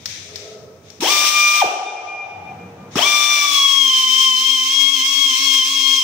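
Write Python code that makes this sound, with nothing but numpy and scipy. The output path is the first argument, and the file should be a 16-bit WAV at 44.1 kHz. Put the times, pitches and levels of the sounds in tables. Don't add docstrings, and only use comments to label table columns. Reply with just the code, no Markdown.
import sys
import numpy as np
from scipy import signal
from scipy.fft import rfft, irfft
from scipy.io import wavfile
from scipy.ndimage import uniform_filter1d, minimum_filter1d

SR = 44100
rng = np.random.default_rng(int(sys.argv[2]) if len(sys.argv) > 2 else 0)


def wrap_up_sound(samples):
    columns = np.atleast_2d(samples).T
    tamed = np.clip(columns, -1, 1)
    steps = np.round(tamed * 32767).astype(np.int16)
    wavfile.write(sys.argv[1], SR, steps)


N = 265923
T = np.arange(N) / SR

# (down [s], up [s], distance loss scale [dB], speed kick [0-1], air burst [dB])
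PRESSES = [(1.005, 1.603, -12.5, 0.0, -58), (2.955, 6.5, -13, 0.18, -38.5)]
# (time [s], vane rate [Hz])
BLIP_RATE = [(1.12, 1208), (1.144, 1190), (1.6, 1200)]
PORT_HZ, PORT_WIDTH_HZ = 3200, 230


def undb(db):
    return 10 ** (np.asarray(db) / 20)


def curves(*tables):
    times, *columns = np.transpose(sorted(tuple(row) for table in tables for row in table))
    return [np.interp(T, times, column) for column in columns]


def unit(x):
    return x / np.std(x.mean(axis=0))


def place(db):
    gains = undb(np.array([db, -db]) / 2).reshape(2, -1)
    return gains / gains.mean(axis=0)


def walk(rate_hz):
    hold = int(SR / rate_hz)
    steps = np.repeat(rng.standard_normal(N // hold + 1), hold)
    return 1.3 * uniform_filter1d(uniform_filter1d(steps, hold), hold)[:N]


def ramp(start_s, length_s):
    return np.clip((T - start_s) / length_s, 0, 1)


def strike(start_s, t60_s):
    return (T >= start_s) * undb(-60 * np.maximum(T - start_s, 0) / t60_s)


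def swell(start_s, attack_s, length_s, t60_s):
    return ramp(start_s, attack_s) * undb(-60 * np.maximum(T - start_s - length_s, 0) / t60_s)


def resonance(hz, centre_hz, width_hz):
    return 1 / (1 + ((hz - centre_hz) / width_hz) ** 6)


def diffuse(alike_hz=900):
    hz = np.fft.rfftfreq(N, 1 / SR) + 1
    alike = 1 / (1 + (hz / alike_hz) ** 4)
    mid, side = rfft(rng.standard_normal((2, N)))
    return hz, mid * np.sqrt(1 + alike) + side * np.sqrt(1 - alike) * np.array([[1], [-1]])


def noise(spectrum, flow=1):
    hz, white = diffuse()
    pulsed = rfft(irfft(white, N) * flow)
    points_hz, *sides_db = np.transpose(spectrum)
    colour = undb([np.interp(np.log(hz), np.log(points_hz), db) for db in sides_db])
    return unit(irfft(pulsed * colour, N))


def resonant(modes):
    hz, white = diffuse()
    power = sum(undb(db) ** 2 / (1 + ((hz - f * f / hz) / width / 0.81) ** 2) ** 2
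                for f, width, db in modes)
    return unit(irfft(white * np.sqrt(power), N))


def shop_drone(level_db=-46.5):
    # (frequency [Hz], left [dB], right [dB])
    spectrum = [(25.46, -26, -37), (60, -27, -31), (91.4, 6.5, 3.5), (127, -6.5, -0.5), (275, -10, -8),
                (490, -18, -6), (894, -16, -17), (2160, -21.5, -30), (3200, -26, -40), (4500, -65, -53),
                (5930, -25, -38), (9200, -51, -31), (15000, -28, -71)]
    return noise(spectrum) * undb(level_db + walk(5.6))


def air_leak(puff_db=-1, sag_db_per_s=48.5, seep_db=-62.5):
    # (frequency [Hz], left [dB], right [dB])
    spectrum = [(199.5, -30, -41), (970, -38, -38), (1700, -11, -14), (2280, -3.5, -8), (2930, -11, -12),
                (3670, -2, -7), (4470, -8, -19), (6120, -1, -15), (7500, -15, -17), (9400, -38, -18.5),
                (11220, -34, -48), (14700, -31, -39)]
    # (start [s], length [s], relative level [dB])
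    leaks = [(-0.03, 0.11, -45.5), (0.055, 0.58, -31), (0.32, 0.22, -38), (0.83, 0.157, -49),
             (2.903, 0.084, -37)]
    puffs = [swell(s, 0.06, length_s, t60_s=0.25) * undb(db - sag_db_per_s * np.maximum(T - s, 0))
             for s, length_s, db in leaks]
    return noise(spectrum) * (undb(puff_db) * np.linalg.norm(puffs, axis=0) + undb(seep_db))


def metal_clicks(level_db=-3.5):
    # (frequency [Hz], left [dB], right [dB])
    spectrum = [(200, -26, -36), (970, -31, -43), (1500, -6.5, -8.5), (2630, -14.5, -18), (3700, -5.5, -9),
                (5600, 5.5, -6), (7500, -17, -12), (10500, -31, -32), (13800, -17, -33)]
    # (time [s], relative level [dB], t60 [s])
    clicks = [(0.0571, -15, 0.042), (0.358, -20.5, 0.036), (0.902, -31.5, 0.031)]
    return noise(spectrum) * sum(undb(db + level_db) * strike(s, t60_s) for s, db, t60_s in clicks)


def hall(x, delay_s=0.0083):
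    # (frequency [Hz], t60 [s], level [dB])
    bands = [(104, 0.87, -39), (440, 1.273, -5), (825, 1.55, -7.5), (1230, 1.28, -8), (2140, 1.52, -14),
             (3300, 1.06, -10.5), (6200, 1.01, -6.5), (9700, 0.71, -10.5), (15000, 0.4, -8)]
    hz, white = diffuse()
    points_hz, t60s, levels_db = np.transpose(bands)
    response = 0
    for share, t60_s, gain in zip(np.eye(len(bands)), t60s, undb(levels_db)):
        band = irfft(white * np.interp(np.log(hz), np.log(points_hz), share), N)
        fade = strike(delay_s, t60_s)
        response = response + gain * band * fade / np.sqrt(np.sum(fade ** 2))
    return signal.fftconvolve(x, response[:, :3 * SR], axes=1)[:, :N]


def hollow_hum(level_db=-39):
    # (frequency [Hz], width [Hz], level [dB])
    modes = [(427, 59, -3), (514, 53, -8.5), (640, 97, -10), (1300, 96, -18.5)]
    return resonant(modes) * undb(level_db) * swell(0.17, attack_s=0.3, length_s=0.42, t60_s=1.46)


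def lever(spin_up_s=0.083, spin_down_s=0.064, shut_s=0.013, approach_s=0.47):
    speed = valve = coasting = near = 0
    for down_s, up_s, far_db, kick, _ in PRESSES:
        pressed = T >= down_s
        push = np.maximum(T - down_s, 0) / spin_up_s
        spin_up = push / (1 + push ** 8) ** (1 / 8)
        turning = 1 - ramp(up_s, spin_down_s)
        speed += pressed * turning * (kick + (1 - kick) * spin_up)
        valve += pressed * (1 - ramp(up_s + shut_s, shut_s))
        coasting += ramp(up_s, shut_s / 2) * (turning > 0)
        near += pressed * (turning > 0) * undb(far_db * (1.5 - ramp(down_s, approach_s)))
    return speed, valve, coasting, near


def inside():
    return 1.0 * (T > PRESSES[-1][0])


def coughs(half_length_s=0.0035):
    # (time [s], level [dB], pitch [Hz])
    pulses = [(1.004, -49, 213), (1.026, -41.5, 336), (1.032, -42, 910), (2.96, -35.5, 235)]
    return sum(undb(db) * np.exp(-((T - s) / half_length_s) ** 2) * np.cos(2 * np.pi * hz * (T - s))
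               for s, db, hz in pulses)


def spit(speed, valve, coasting, level_db=-20):
    # (frequency [Hz], width [Hz], level [dB])
    modes = [(330, 190, -8.5), (850, 580, 3), (3230, 790, -11)]
    return resonant(modes) * undb(level_db) * valve * (1 - coasting) * speed * (1 - speed) ** 2


def exhaust(phase, air_db, contact, near, pulsing=0.37, rush_db=-10, muffle_db=29):
    # (frequency [Hz], left [dB], right [dB])
    jet_spectrum = [(99, -34.5, -40.5), (420, -27, -30.5), (810, -35, -36), (1240, -15.5, -18),
                    (1440, -30, -31), (1530, -35, -33), (1705, -10, -10.5), (1830, -42, -40),
                    (1940, -18, -20), (2092, -9, -5), (3500, -1, -5.5), (4250, -4.5, -11.5),
                    (4630, -7.5, -8.5), (5570, 4, -17), (6250, -3, -13), (6880, -9, -11),
                    (8940, -21.5, -10.5), (11300, -21, -27.5), (12900, -17, -36), (16000, -11.5, -19)]
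    rush_spectrum = [(100, -57, -61), (249.3, -37, -34), (463, -33, -23), (587, 7, 10.5), (1170, 11.5, 7.5),
                     (1550, 12, -7), (1880, 9.5, 14.5), (3300, 12.5, -25), (4800, 4, -50),
                     (11810, -99, -63)]
    jet = noise(jet_spectrum, flow=1 + pulsing * np.sin(phase))
    jet *= undb(air_db - 5.5 * contact + 1.37 * walk(40))
    rush = noise(rush_spectrum) * undb(air_db + rush_db - muffle_db * contact)
    bursts = sum(undb(db) * swell(down_s, attack_s=0.07, length_s=0.02, t60_s=0.39)
                 for down_s, *_, db in PRESSES)
    return near * (jet + rush) + noise(rush_spectrum) * bursts


def whine(speed, coasting, air_db, contact, stutter=0.0393, chatter_depth=0.01):
    # (time [s], vane rate [Hz])
    work_rate = [(3.082, 1182), (3.35, 1178), (3.48, 1152), (3.58, 1113), (3.68, 1098), (3.8, 1090),
                 (3.898, 1046), (4.081, 1034), (4.22, 1056), (4.279, 1050), (4.341, 1022), (4.431, 1050),
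                 (4.531, 1070), (4.59, 1032), (4.67, 1047), (4.743, 1088), (4.83, 1084), (4.92, 1096),
                 (5.0, 1034), (5.1, 1096), (5.172, 1087), (5.209, 1104), (5.34, 1038), (5.44, 1095),
                 (5.52, 1072), (5.581, 1070), (5.63, 1037), (5.72, 1098), (5.821, 1071), (5.93, 1078),
                 (6.02, 1054)]
    hz = speed * curves(BLIP_RATE, work_rate)[0]
    slow = np.clip(1 - hz / 1000, 0, 1)
    first_db, second_db, third_db = harmonic_levels(hz, slow, coasting)
    third_db, third_pan_db = hand_strokes(third_db)
    bounce = stone_chatter(hz, contact)
    waver = chatter_depth * bounce + 0.00217 * contact * walk(120) + 0.000654 * walk(25)
    jitter = (0.0008 + stutter * slow * (2.2 - 1.71 * inside())) * walk(900)
    hz = hz * (1 + waver + jitter)
    phase = 2 * np.pi * np.cumsum(hz) / SR
    first_db += 10 * slow * walk(300) - 2.44 * contact
    second_db += (0.57 + 4.5 * contact) * walk(60) - 4.4 * contact
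    third_db += 0.5 * contact * walk(70) - 2 * bounce
    skew_rad = np.array([[-0.5], [0.5]]) * (0.5 + 1.59 * contact)
    tone = undb(first_db) * np.sin(phase + 1.3 * skew_rad) * place(2.5 - 6.2 * contact)
    tone += undb(second_db) * np.sin(2 * phase + skew_rad) * place(3.8 - 4.2 * contact)
    tone += undb(third_db) * np.sin(3 * phase + 0.27 * skew_rad) * place(third_pan_db)
    tone += overtones(hz, phase, slow, air_db, contact)
    hum = stone_hum(phase, air_db, contact)
    return np.sqrt(2) * (tyre_echo(tone, contact) + hum), phase


def harmonic_levels(hz, slow, coasting):
    crawl_db = -39 * slow ** 3 - 22 * coasting * slow ** 2
    starved = np.clip(4 * slow, 0, 1)
    upper_db = crawl_db - 4 * starved + 4 * coasting
    puff_db = coasting * (12.5 * starved + 7 * resonance(hz, 850, width_hz=110))
    singing = ramp(1.32, 0.051)
    sing_db = np.where(inside(), 17, 7 + 11.5 * singing) * resonance(2 * hz, 2385, width_hz=78)
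    port_db = np.where(inside(), 11, 7) * resonance(3 * hz, PORT_HZ, PORT_WIDTH_HZ)
    deeper_db = 4 * ramp(4.29, 0.29)
    first_db = -26.5 - 4.5 * (1 - singing) + crawl_db + 3 * starved + puff_db - deeper_db
    second_db = -35.5 + upper_db + sing_db + exhaust_ring_db(2 * hz, slow) + deeper_db
    third_db = -32.5 + 5.5 * inside() + upper_db + port_db
    return first_db, second_db, third_db


def overtones(hz, phase, slow, air_db, contact, port_db=17, edge_db=3.5):
    # (order, in the open [dB], in the tyre [dB], at full contact [dB])
    orders = [(4, -15, -22.5, -13.5), (5, -15, -7, -17.5), (6, -21, -19.5, -15.5), (7, -37, -22, -36)]
    tone = 0
    for order, open_db, inside_db, contact_db in orders:
        db = np.where(inside(), inside_db, open_db) * (1 - contact) + contact_db * contact
        db += port_db * resonance(order * hz, PORT_HZ, PORT_WIDTH_HZ)
        db += edge_db * resonance(order * hz, 6450, width_hz=340)
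        db += exhaust_ring_db(order * hz, slow)
        smear_rad = 0.9 * contact * walk(300)
        flicker_db = (1.5 + 4.2 * contact) * walk(30)
        tone += undb(air_db + db + flicker_db) * np.sin(order * phase + smear_rad)
    return tone * place(9)


def stone_hum(phase, air_db, contact, level_db=-34):
    shaft_rad = phase / 4 + 0.55 * walk(70)
    return undb(air_db + level_db + 15.6 * contact + 2 * walk(40)) * np.sin(shaft_rad)


def vent(level_db=-17):
    # (frequency [Hz], width [Hz], level [dB])
    modes = [(1230, 640, -1.5), (2150, 960, -9), (2750, 1600, -4)]
    return resonant(modes) * undb(level_db) * strike(PRESSES[0][1], t60_s=0.11)


def echo_swells():
    # (time [s], half length [s], harmonic, level [dB])
    swells = [(1.863, 0.054, 1, -25), (2.094, 0.11, 1, -28), (2.634, 0.03, 1, -50),
              (2.827, 0.053, 1, -49.5), (1.748, 0.018, 2, -14), (1.892, 0.04, 2, -13.5),
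              (1.982, 0.03, 2, -19), (2.115, 0.04, 2, -20.5), (2.21, 0.049, 2, -21.5),
              (2.334, 0.028, 2, -45), (2.491, 0.03, 2, -40.5), (2.628, 0.035, 2, -42),
              (1.877, 0.05, 3, -24), (2.03, 0.054, 3, -40), (2.243, 0.037, 3, -48), (2.446, 0.06, 3, -63)]
    blip_hz = BLIP_RATE[-1][1]
    chord = 0
    for s, half_length_s, order, db in swells:
        envelope = undb(db + 1.5 * walk(37)) * np.exp(-((T - s) / half_length_s) ** 2)
        chord += envelope * np.sin(2 * np.pi * order * blip_hz * T)
    return np.sqrt(2) * chord * place(3.8)


def carry_rumble(level_db=-40):
    # (frequency [Hz], width [Hz], level [dB])
    modes = [(100.16, 19, 2.5), (174, 78, -2.5), (300, 1200, -13), (473, 17, 1.5)]
    return resonant(modes) * undb(level_db) * swell(2.1, attack_s=0.43, length_s=0.9, t60_s=0.29)


def exhaust_ring_db(hz, slow):
    # (frequency [Hz], width [Hz], lift [dB])
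    modes = [(1210, 120, 16), (2630, 240, 11), (3200, 57, 6.5)]
    lift_db = sum(db * resonance(hz, f, width) for f, width, db in modes)
    return inside() * np.clip(5 * slow, 0, 1) * lift_db


def tyre_echo(x, contact, t60_s=0.035, echo_db=-13):
    bounces = (rng.standard_normal((2, N)) * strike(0.00098, t60_s))[:, :SR // 8]
    bounces /= np.sqrt(np.sum(bounces ** 2, axis=1, keepdims=True))
    return x + undb(echo_db) * signal.oaconvolve(x * contact, bounces, axes=1)[:, :N]


def stone_rasp(air_db, contact, rasp_db=-6.5, grit_db=-19):
    # (frequency [Hz], width [Hz], level [dB])
    modes = [(2660, 170, 9), (3620, 360, 6), (5580, 2400, 8), (6140, 560, 5)]
    rasp = resonant(modes) * undb(air_db + rasp_db + 0.91 * walk(60) + walk(9))
    grit = resonant([(4090, 320, 0)]) * undb(air_db + grit_db + 3.3 * walk(60) + 4.4 * walk(6.5))
    return (rasp + grit) * contact * place(28)


def stone_chatter(vane_hz, contact, chatter_hz=30, below_hz=1105, span_hz=60):
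    load = contact * np.clip((below_hz - vane_hz) / span_hz, 0.3, 1)
    rate_hz = chatter_hz * (1 + 0.207 * walk(28))
    return load * np.sin(2 * np.pi * np.cumsum(rate_hz) / SR) * (1 + 0.28 * walk(4.9))


def hand_strokes(third_db, rest_pan_db=12.5, trim_db=-0.5):
    # (time [s], level [dB], left minus right [dB])
    strokes = [(3.5, -28, 18), (3.56, -16, 12), (3.59, -17.5, 0.5), (3.77, -14.5, 17), (3.94, -14, -2),
               (4.07, -18, 0.5), (4.12, -15, 11.5), (4.26, -12.5, 3), (4.35, -17.5, 6), (4.43, -15, 0.0),
               (4.47, -14.5, 13), (4.57, -16, 4.5), (4.71, -18.5, -4.5), (4.83, -17.5, 27),
               (4.91, -17.5, 16), (5.07, -19.5, -11), (5.14, -20, 22), (5.22, -19.5, 24), (5.28, -16, -3),
               (5.37, -22, 10), (5.42, -25.5, -15), (5.46, -20.5, 11), (5.6, -13.5, 4.5), (5.7, -22, -4),
               (5.87, -15.5, 16), (6.02, -15.5, -2)]
    stroke_db, pan_db = curves(strokes)
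    stroking = ramp(3.46, 0.074)
    level_db = third_db + stroking * (stroke_db + trim_db - third_db)
    return level_db, rest_pan_db + stroking * (pan_db - rest_pan_db)


def grinder(full_air_db=-23.5, stalled_db=-11.5, spread_db=3.5, shield_db=-9.5):
    # (time [s], contact [0-1])
    pressing = [(3.38, 0.04), (3.6, 0.44), (3.9, 0.61)]
    contact, = curves(pressing)
    speed, valve, coasting, near = lever()
    air_db = full_air_db + stalled_db * (1 - speed) + 20 * np.log10(valve + 1e-6)
    tone, phase = whine(speed, coasting, air_db, contact)
    tone *= near
    hiss = exhaust(phase, air_db, contact, near) + coughs()
    hiss += near * (stone_rasp(air_db, contact) + spit(speed, valve, coasting))
    escaping = (undb(spread_db) * tone + hiss) * undb(shield_db * contact)
    return tone + hiss + hall(escaping + vent())


def scene(grinder_db=23):
    mix = undb(grinder_db) * grinder() + shop_drone() + echo_swells()
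    clicks = metal_clicks()
    return mix + air_leak() + hollow_hum() + carry_rumble() + clicks + hall(clicks)


def record(dry, ceiling_db=-0.9, release_db_per_s=29, low_cut_hz=75, top_hz=15600):
    sound = signal.sosfilt(signal.butter(3, low_cut_hz, "high", fs=SR, output="sos"), dry)
    peak = np.maximum(np.abs(sound).max(axis=0), 1e-6)
    headroom_db = np.minimum(ceiling_db - 20 * np.log10(peak), 0)
    headroom_db = minimum_filter1d(headroom_db, size=4401, origin=2200)
    rise_db = np.cumsum(release_db_per_s * np.clip(1 + headroom_db / 8, 0.2, 1)) / SR
    gain_db = np.minimum.accumulate(headroom_db - rise_db) + rise_db
    gain_db = uniform_filter1d(minimum_filter1d(gain_db, size=200), size=200)
    top_cut = signal.ellip(10, 0.2, 80, top_hz, fs=SR, output="sos")
    return signal.sosfilt(top_cut, sound * undb(gain_db))


dry = scene()
out = record(dry)
wrap_up_sound(out)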